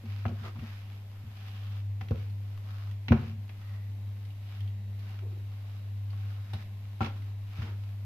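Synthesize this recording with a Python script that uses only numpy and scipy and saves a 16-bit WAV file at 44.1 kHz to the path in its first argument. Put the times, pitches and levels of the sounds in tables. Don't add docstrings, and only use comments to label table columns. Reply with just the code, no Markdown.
import sys
import numpy as np
from scipy import signal
from scipy.fft import rfft, irfft, next_fast_len
from scipy.io import wavfile
from scipy.ndimage import uniform_filter1d

SR = 44100
rng = np.random.default_rng(int(sys.argv[2]) if len(sys.argv) > 2 else 0)


def generate_wav(sig):
    pcm = np.round(np.clip(np.atleast_2d(sig).T, -1, 1) * 32767).astype(np.int16)
    wavfile.write(sys.argv[1], SR, pcm)


N = 355005
HUM_HZ = 100.27
PUSH_S, EASE_S = 0.12, 0.064


def rubbing(slips_per_s=1100, judder_db=1.3, ring_db=-8, creep_db=-69.5, uneven_db=0.8):
    # start and length in seconds, level in dB, note of blade and pan in Hz.
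    strokes = [(0.03, 0.18, -54, 2370), (0.361, 0.13, -51.5, 1300), (0.584, 0.23, -54, 2220),
               (0.8, 0.19, -60, 2730), (1.05, 0.38, -67.5, 1400), (1.331, 0.47, -56, 3020),
               (2.133, 0.15, -58, 2400), (2.433, 0.18, -64, 1250), (2.657, 0.24, -55.5, 1200),
               (3.155, 0.17, -55.5, 2340), (3.55, 0.24, -60.5, 1104), (4.151, 0.31, -77, 2800),
               (4.441, 0.18, -58.5, 3000), (5.005, 0.17, -57, 1990), (5.307, .55, -70.5, 2750),
               (5.454, .35, -64.5, 700), (6.071, 0.29, -62.5, 2980), (6.173, 0.36, -62, 1400),
               (6.486, 0.16, -55.5, 2100), (6.697, 0.29, -69, 2600), (7.07, 0.25, -61.5, 1100),
               (7.504, 0.18, -52, 2420), (7.779, 0.15, -64.5, 2410)]
    # frequency in Hz, level in dB.
    rub_tone = [(150, -35), (350, -6.5), (750, 0), (1400, 7), (1900, 1.5), (2500, 2.5), (3300, 0),
                (5000, -4.5), (7000, -15), (9500, -30.5), (12500, -8.5), (14000, -37.5)]
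    slips = (rng.random(N) < slips_per_s / SR) * amp(3 * np.minimum(rng.exponential(1, N), 5))
    drive = unit(unit(slips * noise(N)) + 0.9 * noise(N))
    drive = drive * amp(judder_db * drift(70)) * (1 + 0.051 * coil_wave(N))
    rub = unit(colour(pair(drive), rub_tone))
    rub += amp(ring_db) * unit(signal.oaconvolve(drive[:1], pan_ring(), axes=1)[:, :N])
    out = amp(creep_db) * touching() * rub
    for s, length, db, hz in strokes:
        strength = stroke_swell(length)
        start = rng.integers(N - len(strength))
        note = voiced([(hz, 0)], hz, lift_db=4, octaves=0.34)
        stroke = colour(rub[:, start:start + len(strength)], note)
        add(out, s - PUSH_S / 2, amp(db) * unit(stroke) * strength)
    return amp(uneven_db * drift(25)) * out


def stroke_swell(length, arch_db=1):
    t = np.arange(-PUSH_S / 2, length + EASE_S / 2, 1 / SR)
    moving = np.clip(t / PUSH_S + 0.5, 0, 1) * np.clip((length - t) / EASE_S + 0.5, 0, 1)
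    arch = np.sin(np.pi * np.clip(t / length, 0, 1))
    return moving * amp(arch_db * (arch - 2.5))


def touching():
    # start in seconds, length in seconds.
    lifts = [(1.81, 0.19), (2.955, 0.055), (3.33, 0.05), (4.71, 0.18), (7.317, 0.058)]
    t = np.arange(N) / SR
    lifted = sum((t > s) & (t < s + length) for s, length in lifts)
    return 1 - uniform_filter1d(lifted.astype(float), size=1500)


def rasps(chatter=0.15, grit_db=1.0):
    # start and length in seconds, level in dB, squeak in Hz, squeak boost in dB.
    drags = [(0.421, 0.084, -46, 1294, 11.5), (0.601, 0.1, -58, 1770, 3), (3.13, 0.16, -53, 1500, 3),
             (3.57, 0.34, -64.5, 1934, 26), (4.399, 0.59, -72, 1980, 22), (4.995, 0.24, -62, 1100, 2),
             (6.172, 0.23, -67, 1480, 11), (7.008, 0.036, -38.5, 2460, 7), (7.022, 0.071, -43.5, 1300, 9.5),
             (7.551, 0.21, -52, 1340, 5)]
    # frequency in Hz, level in dB.
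    rasp_tone = [(120, -16), (280, 6), (600, 0), (900, 3), (1350, -2.5), (1800, -0.5), (2500, -4.5),
                 (4000, -9.5), (6000, -19.5), (9000, -31), (13000, -31)]
    out = np.zeros((2, N))
    for s, length, db, hz, lift_db in drags:
        t = np.arange(int(length * SR)) / SR
        grit = noise(SR) * amp(grit_db * drift(520)[:SR])
        drive = grit[:, :len(t)] * (1 + chatter * coil_wave(len(t)))
        scrape = unit(colour(pair(drive), voiced(rasp_tone, hz, lift_db, octaves=0.17)))
        add(out, s, amp(db) * scrape * np.sin(np.pi * t / length))
    return out


def knocks(crack_db=5, crack_s=0.00028, rise_s=0.00024, flat_delay_s=0.0035, flat_db=-5):
    # time in seconds, body level in dB, treble level in dB,
    # contact t60 in seconds, hollow note in Hz, pan ring against the clatter in dB.
    corners = [(0.2539, -30.5, -57, 0.015, 1470, -13), (.256, -32.5, -58, 0.021, 720, -17),
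               (0.263, -60, -45, .025, 1360, -21), (.281, -58, -51, .025, 620, -18),
               (0.291, -52, -55, .03, 580, -10), (.311, -58, -69, 0.033, 587, -15),
               (.327, -61, -68, 0.028, 680, -12), (0.558, -52, -63, 0.12, 1100, -3),
               (.592, -58, -52.5, 0.044, 1490, -9), (2.01, -46.5, -50, 0.055, 860, -6),
               (2.012, -45, -49.5, 0.031, 1630, -8), (2.085, -62, -49, .025, 1910, -1),
               (2.109, -33.5, -53, 0.027, 488, -22), (2.116, -43, -66, 0.025, 1080, -8),
               (3.083, -35, -35, .028, 2120, -6), (3.12, -24, -38, 0.042, 1330, -15.5),
               (3.493, -52.5, -52.5, 0.042, 1950, -2), (5.189, -61, -53, 0.026, 1171, -8),
               (6.131, -54, -65, 0.017, 1090, -3), (6.533, -45.5, -53, 0.086, 766, -8),
               (7.0068, -29.5, -42.5, 0.044, 930, 6), (7.011, -40.5, -53, 0.038, 286, -18),
               (7.012, -34, -48, 0.034, 1100, 3), (7.045, -46, -40, 0.025, 1390, -6),
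               (7.0595, -47, -43, .03, 2000, -12), (7.619, -51, -48, 0.11, 1360, -3)]
    # frequency in Hz, level in dB.
    clack_tone = [(40, -65), (100, -21), (270, 6), (340, 8.5), (420, 3.5), (500, -1.5), (760, 1),
                  (1050, -7.5), (1400, -8.5), (1900, -9.5), (2600, -8), (4000, -17), (6000, -20),
                  (8000, -44), (13000, -28)]
    flats = [(s + flat_delay_s, db + flat_db, top_db + flat_db, *rest)
             for s, db, top_db, *rest in corners]
    out, t = np.zeros((2, N)), np.arange(SR // 5) / SR
    for s, db, top_db, t60, hz, ring_db in corners + flats:
        contact = amp(-60 * t / t60) + amp(crack_db) * np.exp(-t / crack_s)
        contact *= 1 - np.exp(-t / rise_s)
        clack = crest(colour(pair(noise(len(t))) * contact, clack_tone))
        clack += amp(ring_db) * crest(pan_ring())
        band = [(hz / 4, -7), (hz / 2, 0), (hz * 2, 0), (hz * 4, -8)]
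        lift_db = 8 + 9 * np.clip(np.log2(800 / hz), 0, 1)
        hit = crest(colour(clack, voiced(band, hz, lift_db, octaves=0.36)))
        top = treble(hit, 2140)
        add(out, s, amp(db) * (hit - top) + amp(top_db) * crest(top))
    return out


def pan_ring(spread_db=6.5):
    # frequency in Hz, level in dB, t60 in seconds.
    pan_modes = [(384, -9, 0.12), (553, -7.5, 0.25), (780, 7.5, 0.063), (820, -3.5, 0.032),
                 (955, -3.5, 0.087), (1120, 0.5, 0.074), (1358, 0, .042), (1355, -0.5, 0.032),
                 (1640, -28, 0.068), (1960, -17, 0.048), (2080, -24, 0.042), (2580, -6, 0.022),
                 (3360, -9, 0.077), (3610, -21, 0.052)]
    t = np.arange(SR // 5) / SR
    hz, db, t60 = np.transpose(pan_modes)[:, :, None]
    shape = (2, len(pan_modes), 1)
    decay = amp(db + spread_db * rng.standard_normal(shape) - 60 * t / t60)
    modes = decay * np.sin(2 * np.pi * (hz * t + rng.random(shape)))
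    return pair(modes.sum(1))


def thumps(rise_s=0.01, low_cut_hz=63, lag_s=0.000095):
    # time in seconds, level in dB, hardness in dB per octave, ring time factor.
    landings = [(.035, -42, 12, 1), (.254, -27, 1, 0.72), (0.279, -35.5, 10.5, 1.1), (0.313, -40, 17, 0.85),
                (.41, -38, -2, 0.88), (0.554, -41.5, 2, .9), (.588, -32.5, -9, 0.62),
                (0.622, -38.5, 9.5, 0.67), (1.237, -38, -7, 1.2), (2.007, -39, -7, 1.2),
                (2.108, -21.5, -4.5, 0.65), (2.146, -37, -2, 0.5), (3.084, -33, 3.5, 0.83),
                (3.108, -11, 4.5, 0.59), (3.1244, -22.5, 22.5, 0.75), (3.152, -28, 5, 0.46),
                (3.203, -29.5, -25, .6), (3.238, -34, -15.5, 0.61), (3.225, -38.5, 7, 3.7),
                (6.535, -34.5, -5.5, 1.1), (7.006, -25, 2, 0.81), (7.586, -28, -14, 0.99),
                (7.622, -44, 7, 0.87)]
    # frequency in Hz, level in dB, t60 in seconds.
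    hob_modes = [(87.7, 5, 0.13), (111.5, 13, 0.11), (136.5, 0, 0.2), (163, 8.5, 0.064), (221.8, 4, 0.16),
                 (371, -19, 0.11), (463, -3.5, 0.017)]
    out, t = np.zeros((2, N)), np.arange(SR // 2) / SR
    hz, db, t60 = np.transpose(hob_modes)[:, :, None]
    arrival = np.array([t, t - lag_s])[:, None]
    attack = 1 - np.exp(-t / rise_s)
    for s, level_db, hardness, ring in landings:
        decay = amp(db + hardness * np.log2(hz / hz[0]) - 60 * t / (t60 * ring))
        modes = decay * np.sin(2 * np.pi * hz * arrival)
        add(out, s, amp(level_db) * crest(modes.sum(1) * attack))
    return signal.sosfilt(signal.butter(6, low_cut_hz, "high", fs=SR, output="sos"), out)


def snaps(trim_db=-1, decay_s=0.0079):
    # time in seconds, level before the trim in dB, pitch in Hz.
    strands = [(0.1016, -58, 1880), (1.3707, -57, 2410), (1.492, -55, 3200), (2.298, -61, 4200),
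               (2.911, -54.5, 1860), (4.2512, -57, 2040), (5.091, -56.5, 2590), (4.3037, -58, 2830),
               (4.605, -52.5, 3250), (4.676, -54.5, 3200), (4.9922, -58, 4400), (6.103, -56, 4450),
               (6.535, -44, 3900), (6.614, -60, 2070),  (7.222, -56.5, 2000)]
    # frequency in Hz, level in dB.
    snap_tone = [(400, -39.5), (1200, -13), (2400, 2.5), (3300, 2.5), (4500, -1), (7000, -17.5),
                 (9500, -12), (13000, -19)]
    out, t = np.zeros((2, N)), np.arange(SR // 8) / SR
    for s, db, hz in strands:
        burst = noise(len(t)) * np.exp(-t / decay_s)
        snap = colour(burst, voiced(snap_tone, hz, lift_db=11, octaves=0.11))
        add(out, s, amp(db + trim_db) * crest(snap))
    return out


def flops(swell_s=0.009):
    # time in seconds, level in dB, pitch in Hz.
    lumps = [(5.225, -48, 367), (5.256, -52, 460), (5.327, -52.5, 345), (5.368, -54.5, 328)]
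    # frequency in Hz, level in dB.
    puff_tone = [(200, -9.5), (380, 13), (520, -1), (850, -4), (1600, -31), (5000, -56)]
    out, t = np.zeros((2, N)), np.arange(SR // 8) / SR
    for s, db, hz in lumps:
        puff = unit(colour(pair(noise(len(t))), puff_tone))
        pop = (np.sin(2 * np.pi * hz * t) + puff) * t * np.exp(-t / swell_s)
        add(out, s - swell_s / 2, amp(db) * crest(pop))
    return out


def fizz(level_db=-75.5):
    # frequency in Hz, level in dB.
    fizz_tone = [(3000, -26), (6000, -16), (9500, -11), (12000, -0.5), (13400, 1.5), (15000, -16)]
    return amp(level_db) * touching() * unit(colour(noise(N), fizz_tone))


def hum(wobble_db=1.27, overtone_waver=0.3, whine_waver=0.18):
    # time in seconds, level in dB.
    ride = [(0.01, -48), (0.04, -50), (0.09, -36), (0.15, -35), (0.33, -38), (1.35, -44), (1.8, -33.5),
            (2.0, -36), (2.3, -36), (2.75, -37.5), (3.39, -37), (3.49, -43), (3.76, -36), (4.03, -36.5),
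            (4.58, -40.5), (4.62, -35), (5.23, -38), (6.41, -36.5), (6.47, -47.5), (6.55, -34),
            (6.62, -42.5), (6.72, -38), (7.01, -40), (7.24, -35), (7.57, -40), (7.7, -36.5), (8.04, -36.5)]
    # multiple of the fundamental, rms level in dB.
    overtones = [(2, -64.5), (3, -76), (4, -78), (5, -81)]
    # frequency in Hz, rms level in dB, start and end in seconds.
    whines = [(1960, -88, 3.5, 5.3), (2047, -84, 0, 5.3), (2105, -84, 3.5, 7.6), (2304, -86, 4, 7.6),
              (2708, -83, 4, 7.6), (3811, -80.5, 3.7, 7.6), (4011, -88, 3.7, 7.6)]
    t = np.arange(N) / SR
    ride_db = np.interp(t, *np.transpose(ride))
    drone = amp(ride_db + wobble_db * drift(11)) * coil_wave(N)
    for multiple, db in overtones:
        drone += amp(db) * (1 + overtone_waver * drift(5.8)) * np.sin(2 * np.pi * multiple * HUM_HZ * t)
    out = np.array([drone, drone])
    for hz, db, on_s, off_s in whines:
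        fade = np.clip(2 * np.minimum(t - on_s, off_s - t) + 0.5, 0, 1)
        level = amp(db) * fade * (1 + whine_waver * drift(11))
        phase = rng.random((2, 1)) + 1.34 * drift(17)
        out += level * np.sin(2 * np.pi * hz * t + phase)
    return np.sqrt(2) * out


def coil_wave(samples):
    return np.sin(2 * np.pi * HUM_HZ * np.arange(samples) / SR)


def fan(air_db=-61.5, rumble_db=-57.5, buzz=0.11):
    # frequency in Hz, level in dB.
    air_tone = [(150, -17.5), (260, -16.5), (330, -6), (450, -6.5), (600, -3), (1080, -7), (1280, -14.5),
                (1950, -8), (2600, -9), (3900, -13), (5000, -17), (8000, -23.5), (10200, -27), (13400, -16)]
    # frequency in Hz, level in dB.
    rumble_tone = [(15, 17), (33, 4), (48, 1.5), (70, 14.5), (130, 6), (220, 6.5), (300, -4.5), (500, -31)]
    air = unit(colour(pair(noise(N)), air_tone))
    air += buzz * treble(air, 3500) * coil_wave(N)
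    rumble = unit(colour(pair(noise(N)), rumble_tone))
    return amp(air_db) * air + amp(rumble_db) * rumble


def kitchen(x, predelay_s=0.0037):
    # frequency in Hz, t60 in seconds.
    decay_times = [(80, 1), (230, 0.37), (400, 0.43), (1000, 0.29), (4000, 0.32), (12000, 0.091)]
    hz, t, bands = signal.stft(noise(SR // 2), SR, nperseg=256)
    bands *= amp(-60 * t / read(decay_times, hz)[:, None])
    tail = pair(signal.istft(bands, SR, nperseg=256)[1])
    tail *= np.clip(np.arange(tail.shape[1]) / SR / predelay_s - 1, 0, 1)
    return signal.oaconvolve(x, tail / np.linalg.norm(tail[0]), axes=1)[:, :N]


def pair(x):
    # frequency in Hz, left-right correlation.
    likeness = [(100, 1), (250, 0.91), (500, 0.57), (1000, 0.42), (2500, 0.054), (5000, -0.15),
                (12000, 0.0061)]
    size = next_fast_len(x.shape[1] + 512)
    a, b = rfft(x, size)
    same = read(likeness, np.fft.rfftfreq(size, 1 / SR))
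    mid, side = a * np.sqrt((1 + same) / 2), b * np.sqrt((1 - same) / 2)
    return irfft(np.array([mid + side, mid - side]), size)[:, :x.shape[1]]


def colour(x, points, size=4096):
    log_gain = np.log(amp(read(points, abs(np.fft.fftfreq(size, 1 / SR)))))
    response = np.exp(np.conj(signal.hilbert(log_gain)))
    taps = np.fft.ifft(response).real[:size // 2]
    return signal.oaconvolve(x, taps[None], axes=1)[:, :x.shape[1]]


def voiced(points, hz, lift_db, octaves):
    grid = np.geomspace(50, 16000, num=300)
    bell = np.exp(-(np.log2(grid / hz) / octaves) ** 2)
    return np.transpose([grid, read(points, grid) + lift_db * bell])


def treble(x, hz):
    return signal.sosfiltfilt(signal.butter(2, hz, "high", fs=SR, output="sos"), x)


def read(points, hz):
    f, value = np.transpose(points)
    return np.interp(np.log(hz + 1), np.log(f + 1), value)


def noise(samples):
    return rng.standard_normal((2, samples))


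def drift(rate):
    knots = rng.standard_normal(4000)
    return unit(np.interp(np.arange(N) / SR * rate, np.arange(len(knots)), knots))


def amp(db):
    return 10 ** (np.asarray(db) / 20)


def unit(x):
    return x / np.sqrt(np.mean(x ** 2) + 1e-20)


def crest(x):
    power = uniform_filter1d(np.atleast_2d(x ** 2).mean(0), size=176)
    return x / np.sqrt(power.max() + 1e-20)


def add(mix, s, sound):
    part = mix[..., max(round(s * SR), 0):][..., :sound.shape[-1]]
    part += sound[..., :part.shape[-1]]


def scene(stir_send_db=-10, thump_send_db=-20):
    stirring = rubbing() + rasps() + knocks() + snaps() + flops()
    rocking = thumps()
    room = kitchen(amp(stir_send_db) * stirring + amp(thump_send_db) * rocking)
    return stirring + rocking + room + fizz() + hum() + fan()


def record(dry, cutoff_hz=13650):
    # frequency in Hz, left minus right in dB.
    balance = [(100, 0.8), (200, 2), (350, -3.5), (700, 1.5), (1400, 2), (2400, 0.5), (3200, -4.5),
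               (4000, -1), (5000, -3), (7000, 0.5), (11000, -2), (13200, 3)]
    size = next_fast_len(N + 2048)
    lean_db = read(balance, np.fft.rfftfreq(size, 1 / SR))
    heard = irfft(rfft(dry, size) * amp(np.array([lean_db, -lean_db]) / 2), size)[:, :N]
    low_pass = signal.firwin(511, cutoff_hz, window=("kaiser", 9), fs=SR)
    return signal.oaconvolve(heard, low_pass[None], "same")


dry = scene()
out = record(dry)
generate_wav(out)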